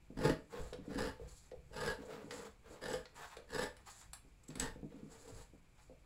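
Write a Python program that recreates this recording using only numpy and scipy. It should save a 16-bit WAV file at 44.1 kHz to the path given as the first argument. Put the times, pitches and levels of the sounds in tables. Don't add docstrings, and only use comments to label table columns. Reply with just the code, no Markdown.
import sys
import numpy as np
from scipy import signal
from scipy.fft import rfft, irfft
from scipy.io import wavfile

SR = 44100
rng = np.random.default_rng(int(sys.argv[2]) if len(sys.argv) > 2 else 0)


def digitize_waveform(pressure):
    field = np.atleast_2d(pressure).T
    bounded = np.clip(field, -1, 1)
    quanta = np.round(bounded * 32767).astype(np.int16)
    wavfile.write(sys.argv[1], SR, quanta)


N = 266805
TIME = np.arange(N) / SR
TAPS = 8192

# start in seconds, squeeze in seconds, let-go in seconds, first bite in dB
# re the hardest squeeze, then relative levels in dB of crunch, cloth rasp, deep table drumming,
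# hollow table ring and table shudder, and last the blade resonance in Hz.
CUTS = [ (0.171, 0.11, 0.069, -17.5, -45, -47, -33, -34.5, -45, 1840),
        (0.915, 0.13, 0.084, -17, -45, -51.5, -44, -40, -49, 1760),
        (1.741, 0.13, 0.089, -13, -44.5, -54, -49.5, -40, -50, 1670),
        (2.819, 0.1, 0.096, -9, -47, -55, -47.5, -40, -60, 1757),
        (3.501, 0.11, 0.082, -12, -44, -57, -49, -40.5, -58, 1770),
        (4.597, 0.033, 0.07, -5, -47, -52, -43.5, -46, -48, 1820), ]
# frequency in Hz, width in Hz, relative level in dB.
TABLE_DEEP = [(158.8, 9.1, 1.5), (207.6, 18.7, 2), (248, 10, -35), (269.6, 39, 4), (315, 290, -12)]
# frequency in Hz, width in Hz, relative level in dB.
TABLE_HOLLOW = [(390, 83, -27), (448.6, 16, -6), (461.5, 19, -2.5), (496, 32, 5), (580.6, 8.8, -8),
                (636, 9.8, -11.5)]
# frequency in Hz, relative level in dB per Hz.
SCRAPE = [(400, -8), (800, 8.5), (1250, 5), (1800, 1.5), (2400, -4), (4500, -8), (9000, -20.5)]


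def amp(db):
    return 10 ** (np.asarray(db) / 20)


def unit(x):
    return x / np.sqrt(np.sum(x ** 2) + 1e-20)


def read(points, hz):
    f, value = np.transpose(points)
    return np.interp(np.log(hz + 1), np.log(f + 1), value)


def add(mix, s, sound):
    part = mix[max(round(s * SR), 0):][:len(sound)]
    part += sound[:len(part)]


def through(x, response):
    return signal.oaconvolve(x, response)[:N]


def colour(spectrum):
    hz = abs(np.fft.fftfreq(TAPS, 1 / SR))
    log_gain = np.log(amp(read(spectrum, hz)))
    return unit(np.fft.ifft(np.exp(np.conj(signal.hilbert(log_gain)))).real)


def ring(modes):
    t = np.arange(TAPS) / SR
    total = 0
    for hz, width, db in modes:
        total = total + amp(db) * unit(np.exp(-np.pi * width * t) * np.sin(2 * np.pi * hz * t))
    return unit(total)


def table(modes):
    hz = [row[0] for row in modes]
    band = signal.butter(2, [0.94 * min(hz), 1.6 * max(hz)], "band", fs=SR, output="sos")
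    return unit(signal.sosfilt(band, ring(modes)))


def wander(per_s):
    knots = rng.standard_normal(4096)
    return np.interp(TIME * per_s, np.arange(len(knots)), knots)


def grains(per_s, spread_db, clump_db, clumps_per_s):
    size = amp(spread_db * np.minimum(rng.exponential(1, N), 3)) * rng.choice([-1, 1], N)
    present = rng.random(N) < per_s / SR
    clumps = amp(clump_db * np.tanh(wander(clumps_per_s)))
    snaps = size * present * clumps
    return snaps / (snaps.std() + 1e-20)


def gate(start, end, attack_s, release_s):
    outside = np.maximum(start - TIME, 0) / attack_s + np.maximum(TIME - end, 0) / release_s
    return np.exp(-np.minimum(outside, 20))


def air():
    # frequency in Hz, relative level in dB per Hz.
    air_spectrum = [(25, 0), (60, -1), (120, -6), (300, -12), (600, -18), (2000, -24), (2350, -16),
                    (2800, -26), (6000, -33), (11000, -37), (15700, -44)]
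    return amp(-69) * through(rng.standard_normal(N), colour(air_spectrum))


def squeeze(s, squeeze_s, let_go_s, bite_db):
    bite_s = 0.01
    let_go_db = -28.5
    peak = s + squeeze_s
    rise = np.clip((peak - TIME) / squeeze_s, 0, 1)
    fall = np.clip((TIME - peak) / let_go_s, 0, 2)
    force_db = bite_db * rise ** 1.97 + let_go_db * fall ** 1.93
    return amp(force_db) * gate(s, peak + 2 * let_go_s, bite_s, bite_s)


def press(s):
    rise_s, fade_db_per_s = 0.0097, 137
    since = np.maximum(TIME - s, 0)
    return np.minimum(since / rise_s, 1) * amp(-fade_db_per_s * np.maximum(since - rise_s, 0))


def rumble():
    # start in seconds, relative shudder in dB.
    presses = [(0.585, -43), (1.204, -50.5), (1.55, -57), (4.05, -60.5), (4.67, -50), (5.315, -48)]
    # frequency in Hz, relative level in dB per Hz.
    shudder_spectrum = [(15, 2.5), (26, -3), (38, 0.5), (57, 5.5), (80, -5.5), (110, -4.5), (160, -10),
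                        (400, -54)]
    weight = amp(-66.5) * np.ones(N)
    for s, db in presses:
        weight += amp(db) * press(s)
    for s, squeeze_s, let_go_s, bite_db, *_, shudder_db, _ in CUTS:
        weight += amp(shudder_db) * squeeze(s, squeeze_s, let_go_s, bite_db) ** 0.4
    return amp(-0.5) * through(rng.standard_normal(N) * weight, colour(shudder_spectrum))


def slide(s, length, drift_db):
    attack_s, release_s = 0.015, 0.015
    drift = amp(drift_db * np.clip((TIME - s) / length, 0, 1))
    start = np.clip((TIME - s) / attack_s, 0, 1)
    return start * drift * gate(s, s + length, attack_s, release_s)


def shove(s, length):
    ends_db, edge_s = -5.5, 0.028
    off_centre = np.clip(2 * (TIME - s) / length - 1, -1, 1)
    return amp(ends_db * off_centre ** 2) * gate(s, s + length, edge_s, edge_s)


def sliding():
    # start in seconds, length in seconds, relative levels of
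    # steel hiss and cloth scrape in dB, change of speed by the end in dB.
    slides = [(0.496, 0.22, -69.5, -61, -2), (1.27, 0.2, -65.5, -68.5, 0), (2.304, 0.16, -59, -47, -5.5),
              (3.149, 0.19, -62, -48, -6), (3.857, 0.18, -56.5, -51, -7.5), (5.094, 0.34, -65.5, -60.5, 1),
              (5.774, 0.068, -70.5, -68, -2.5)]
    # start in seconds, length in seconds,
    # relative levels of cloth scrape and table ring in dB.
    shoves = [(0.54, 0.14, -53.5, -50), (0.876, 0.073, -54, -48), (1.206, 0.084, -66, -63.5),
              (1.707, 0.062, -64.5, -55.5), (2.026, 0.14, -50.5, -50.5), (2.225, 0.085, -55.5, -50.5),
              (2.315, 0.14, -59, -48.5), (2.69, 0.065, -49, -49.5), (2.978, 0.043, -55, -58),
              (3.153, 0.058, -60.5, -57.5), (3.37, 0.046, -78, -63), (3.796, 0.1, -63, -68.5),
              (4.5, 0.19, -60, -58), (4.928, 0.26, -61.5, -57.5), (5.218, 0.17, -65, -53)]
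    # frequency in Hz, relative level in dB per Hz.
    hiss_spectrum = [(1500, -16), (2800, -11.5), (4700, 2), (5800, -5), (7200, 7.5), (8000, 5), (8700, -7),
                     (10400, -0.5), (12000, -13), (15700, -18)]
    fine = grains(per_s=7600, spread_db=3.5, clump_db=4.5, clumps_per_s=86)
    coarse = grains(per_s=3100, spread_db=3.5, clump_db=7.5, clumps_per_s=34)
    hiss, scrape, drag = np.zeros((3, N))
    for s, length, hiss_db, scrape_db, drift_db in slides:
        speed = slide(s, length, drift_db)
        hiss += amp(hiss_db) * speed
        scrape += amp(scrape_db) * speed
    for s, length, scrape_db, drag_db in shoves:
        speed = shove(s, length)
        hiss += amp(scrape_db - 19) * speed
        scrape += amp(scrape_db) * speed
        drag += amp(drag_db) * speed
    hiss = fine * (hiss + amp(-81.5))
    scrape = coarse * (scrape + amp(-76))
    steel = amp(-3.5) * through(hiss, colour(hiss_spectrum))
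    cloth = amp(-9.5) * through(scrape, colour(SCRAPE))
    wood_response = amp(-2.5) * table(TABLE_HOLLOW) + amp(-8.5) * table(TABLE_DEEP)
    return steel + cloth + through(coarse * drag, wood_response)


def knocks():
    # start in seconds, relative levels of the deep
    # and the hollow part in dB.
    bumps = [(0.102, -49.5, -52.5), (.171, -46, -64), (0.726, -57.5, -39), (0.787, -48, -58),
             (0.878, -43.5, -60), (0.957, -38, -65), (1.196, -61, -46), (1.517, -61.5, -42.5),
             (1.868, -55, -56), (1.987, -52.5, -63), (2.035, -60, -43.5), (2.092, -75, -40),
             (2.144, -83, -49), (2.242, -50, -53), (2.708, -55, -51), (3.369, -69, -43.5),
             (4.247, -63.5, -67), (4.491, -47, -66), (4.556, -48, -49.5), (4.758, -51.5, -51.5),
             (4.829, -45.5, -47.5), (4.942, -52, -63), (5.03, -48, -69), (5.533, -58, -58.5),
             (5.896, -61.5, -50.5)]
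    t = np.arange(TAPS) / SR
    deep, hollow = np.zeros((2, N))
    for s, deep_db, hollow_db in bumps:
        blow = unit(rng.standard_normal(TAPS) * t * np.exp(-t / 0.012))
        blow[0] += 1
        add(deep, s, amp(deep_db) * blow)
        add(hollow, s, amp(hollow_db) * blow)
    deep = amp(26.5) * through(deep, table(TABLE_DEEP))
    return deep + amp(20.5) * through(hollow, table(TABLE_HOLLOW))


def edge_travel(x, hop_s, depth):
    at = np.arange(N)
    delay = hop_s * SR * np.exp(0.22 * wander(25))
    echo = np.interp(at - delay, at, x)
    return (x + depth * echo) / np.sqrt(1 + depth ** 2)


def cutting():
    # frequency in Hz, relative level in dB per Hz.
    crunch_spectrum = [(200, -21), (600, -22), (740, -3.5), (860, 13), (1080, -14.5), (1900, 7),
                       (2300, -4.5), (3300, -1.5), (5000, -5.5), (6000, -11), (6900, -4.5), (8800, -12),
                       (10500, -4.5), (11600, -16), (15700, -24.5)]
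    # frequency in Hz, width in Hz, relative level in dB.
    snap_modes = [(880, 7.4, -0.5), (940, 24, -5.5), (1240, 57, -6.5), (1670, 48, -13.5), (1693, 84, 0.5),
                  (2950, 260, -7), (4980, 320, -0.5), (7780, 98, -6.5)]
    deep_lead_s = 0.0025
    snaps = grains(per_s=2400, spread_db=3.0, clump_db=7.0, clumps_per_s=190)
    crunch, blade, rasp, deep, hollow = np.zeros((5, N))
    for s, *grip, crunch_db, rasp_db, deep_db, hollow_db, _, blade_hz in CUTS:
        threads = snaps * squeeze(s, *grip)
        force = amp(crunch_db) * threads
        crunch += force
        blade += through(force, ring([(blade_hz, 110, 0)]))
        rasp += amp(rasp_db) * threads
        deep += amp(deep_db) * snaps * squeeze(s - deep_lead_s, *grip)
        hollow += amp(hollow_db) * threads
    crunch = edge_travel(crunch, hop_s=0.0007, depth=0.4)
    snapping = amp(-5.5) * through(crunch, colour(crunch_spectrum)) + amp(-5.5) * blade
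    snapping += amp(-7.0) * through(crunch, ring(snap_modes))
    cloth = through(rasp, colour(SCRAPE))
    wood = through(deep, table(TABLE_DEEP)) + through(hollow, table(TABLE_HOLLOW))
    return snapping + cloth + amp(-0.5) * wood


def squeaks():
    # start in seconds, relative level in dB,
    # length in seconds.
    slips = [(0.24, -57, 0.009), (2.892, -53, 0.014), (2.928, -47, 0.009), (4.431, -64, 0.016),
             (4.478, -53, 0.016), (4.596, -30.5, 0.0054)]
    # frequency in Hz, width in Hz, relative level in dB.
    edge_modes = [(6800, 370, -11), (7750, 190, -1.5), (9900, 480, -14)]
    slip = np.zeros(N)
    for s, db, length in slips:
        swell = signal.windows.hann(max(round(length * SR), 8))
        add(slip, s, amp(db) * swell * rng.standard_normal(len(swell)))
    return through(slip, ring(edge_modes))


def clicks():
    # start in seconds, relative levels of the middle and the
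    # bright part in dB.
    meetings = [(0.7308, -48, -60.5), (1.5131, -59.5, -75), (1.767, -50, -67), (2.308, -43, -57),
                (3.055, -51.5, -75), (3.144, -75, -71), (3.3673, -49.5, -59.5), (3.7664, -58.5, -61),
                (4.013, -57.5, -78), (4.132, -47.5, -43), (4.503, -54.5, -77), (4.5544, -48.5, -51.5),
                (4.599, -38, -45)]
    # frequency in Hz, relative level in dB per Hz.
    middle_spectrum = [(300, -36), (800, 9.5), (1800, 10), (2600, 5.5), (4500, 7.5), (7000, -3.5),
                       (12000, -26)]
    bright_spectrum = [(3000, -18), (4200, -12), (6000, -36), (7600, 22.5), (9000, 16), (11000, 19.5),
                       (13000, -6), (15700, 4)]
    t = np.arange(TAPS) / SR
    decay = np.exp(-t / 0.0024) + amp(-19.0) * np.exp(-t / 0.016)
    shape = (1 - np.exp(-t / 0.0012)) * decay
    middle, bright = np.zeros((2, N))
    for s, middle_db, bright_db in meetings:
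        chatter = unit(rng.standard_normal(TAPS) * shape)
        add(middle, s, amp(middle_db) * chatter)
        add(bright, s, amp(bright_db) * chatter)
    middle = through(middle, colour(middle_spectrum))
    return amp(21.0) * (middle + through(bright, colour(bright_spectrum)))


def reflections():
    # frequency in Hz, time to fall by 60 dB in seconds.
    decay_times = [(150, 0.37), (1000, 0.26), (3000, 0.26), (8000, 0.22), (15000, 0.26)]
    # frequency in Hz, echo level in dB re the direct sound.
    echo_levels = [(200, -12.5), (600, -5.5), (1500, 0), (10000, -4.5)]
    t = np.arange(SR // 2) / SR
    taps = rng.standard_normal(len(t)) * (t > 0.004)
    hz, at, bands = signal.stft(taps, SR, nperseg=256)
    t60 = read(decay_times, hz)[:, None]
    tail = unit(signal.istft(bands * amp(-60 * at / t60), SR, nperseg=256)[1])
    tail_hz = np.fft.rfftfreq(len(tail), 1 / SR)
    tail = irfft(rfft(tail) * amp(read(echo_levels, tail_hz)))
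    return tail[:len(tail) * 3 // 4]


def room(x, count=3):
    phase = TIME / 0.701 + np.arange(count)[:, None] / count
    shares = np.sqrt(2 / count) * np.cos(np.pi * phase)
    return sum(through(x * share, reflections()) for share in shares)


def scene():
    work = rumble() + sliding() + knocks() + cutting() + squeaks() + clicks()
    return (work + room(work) + air())[None]


def record(dry):
    low_pass = signal.firwin(511, 15800, window=("kaiser", 9), fs=SR)
    return signal.oaconvolve(dry, low_pass[None], "same")


dry = scene()
out = record(dry)
digitize_waveform(out)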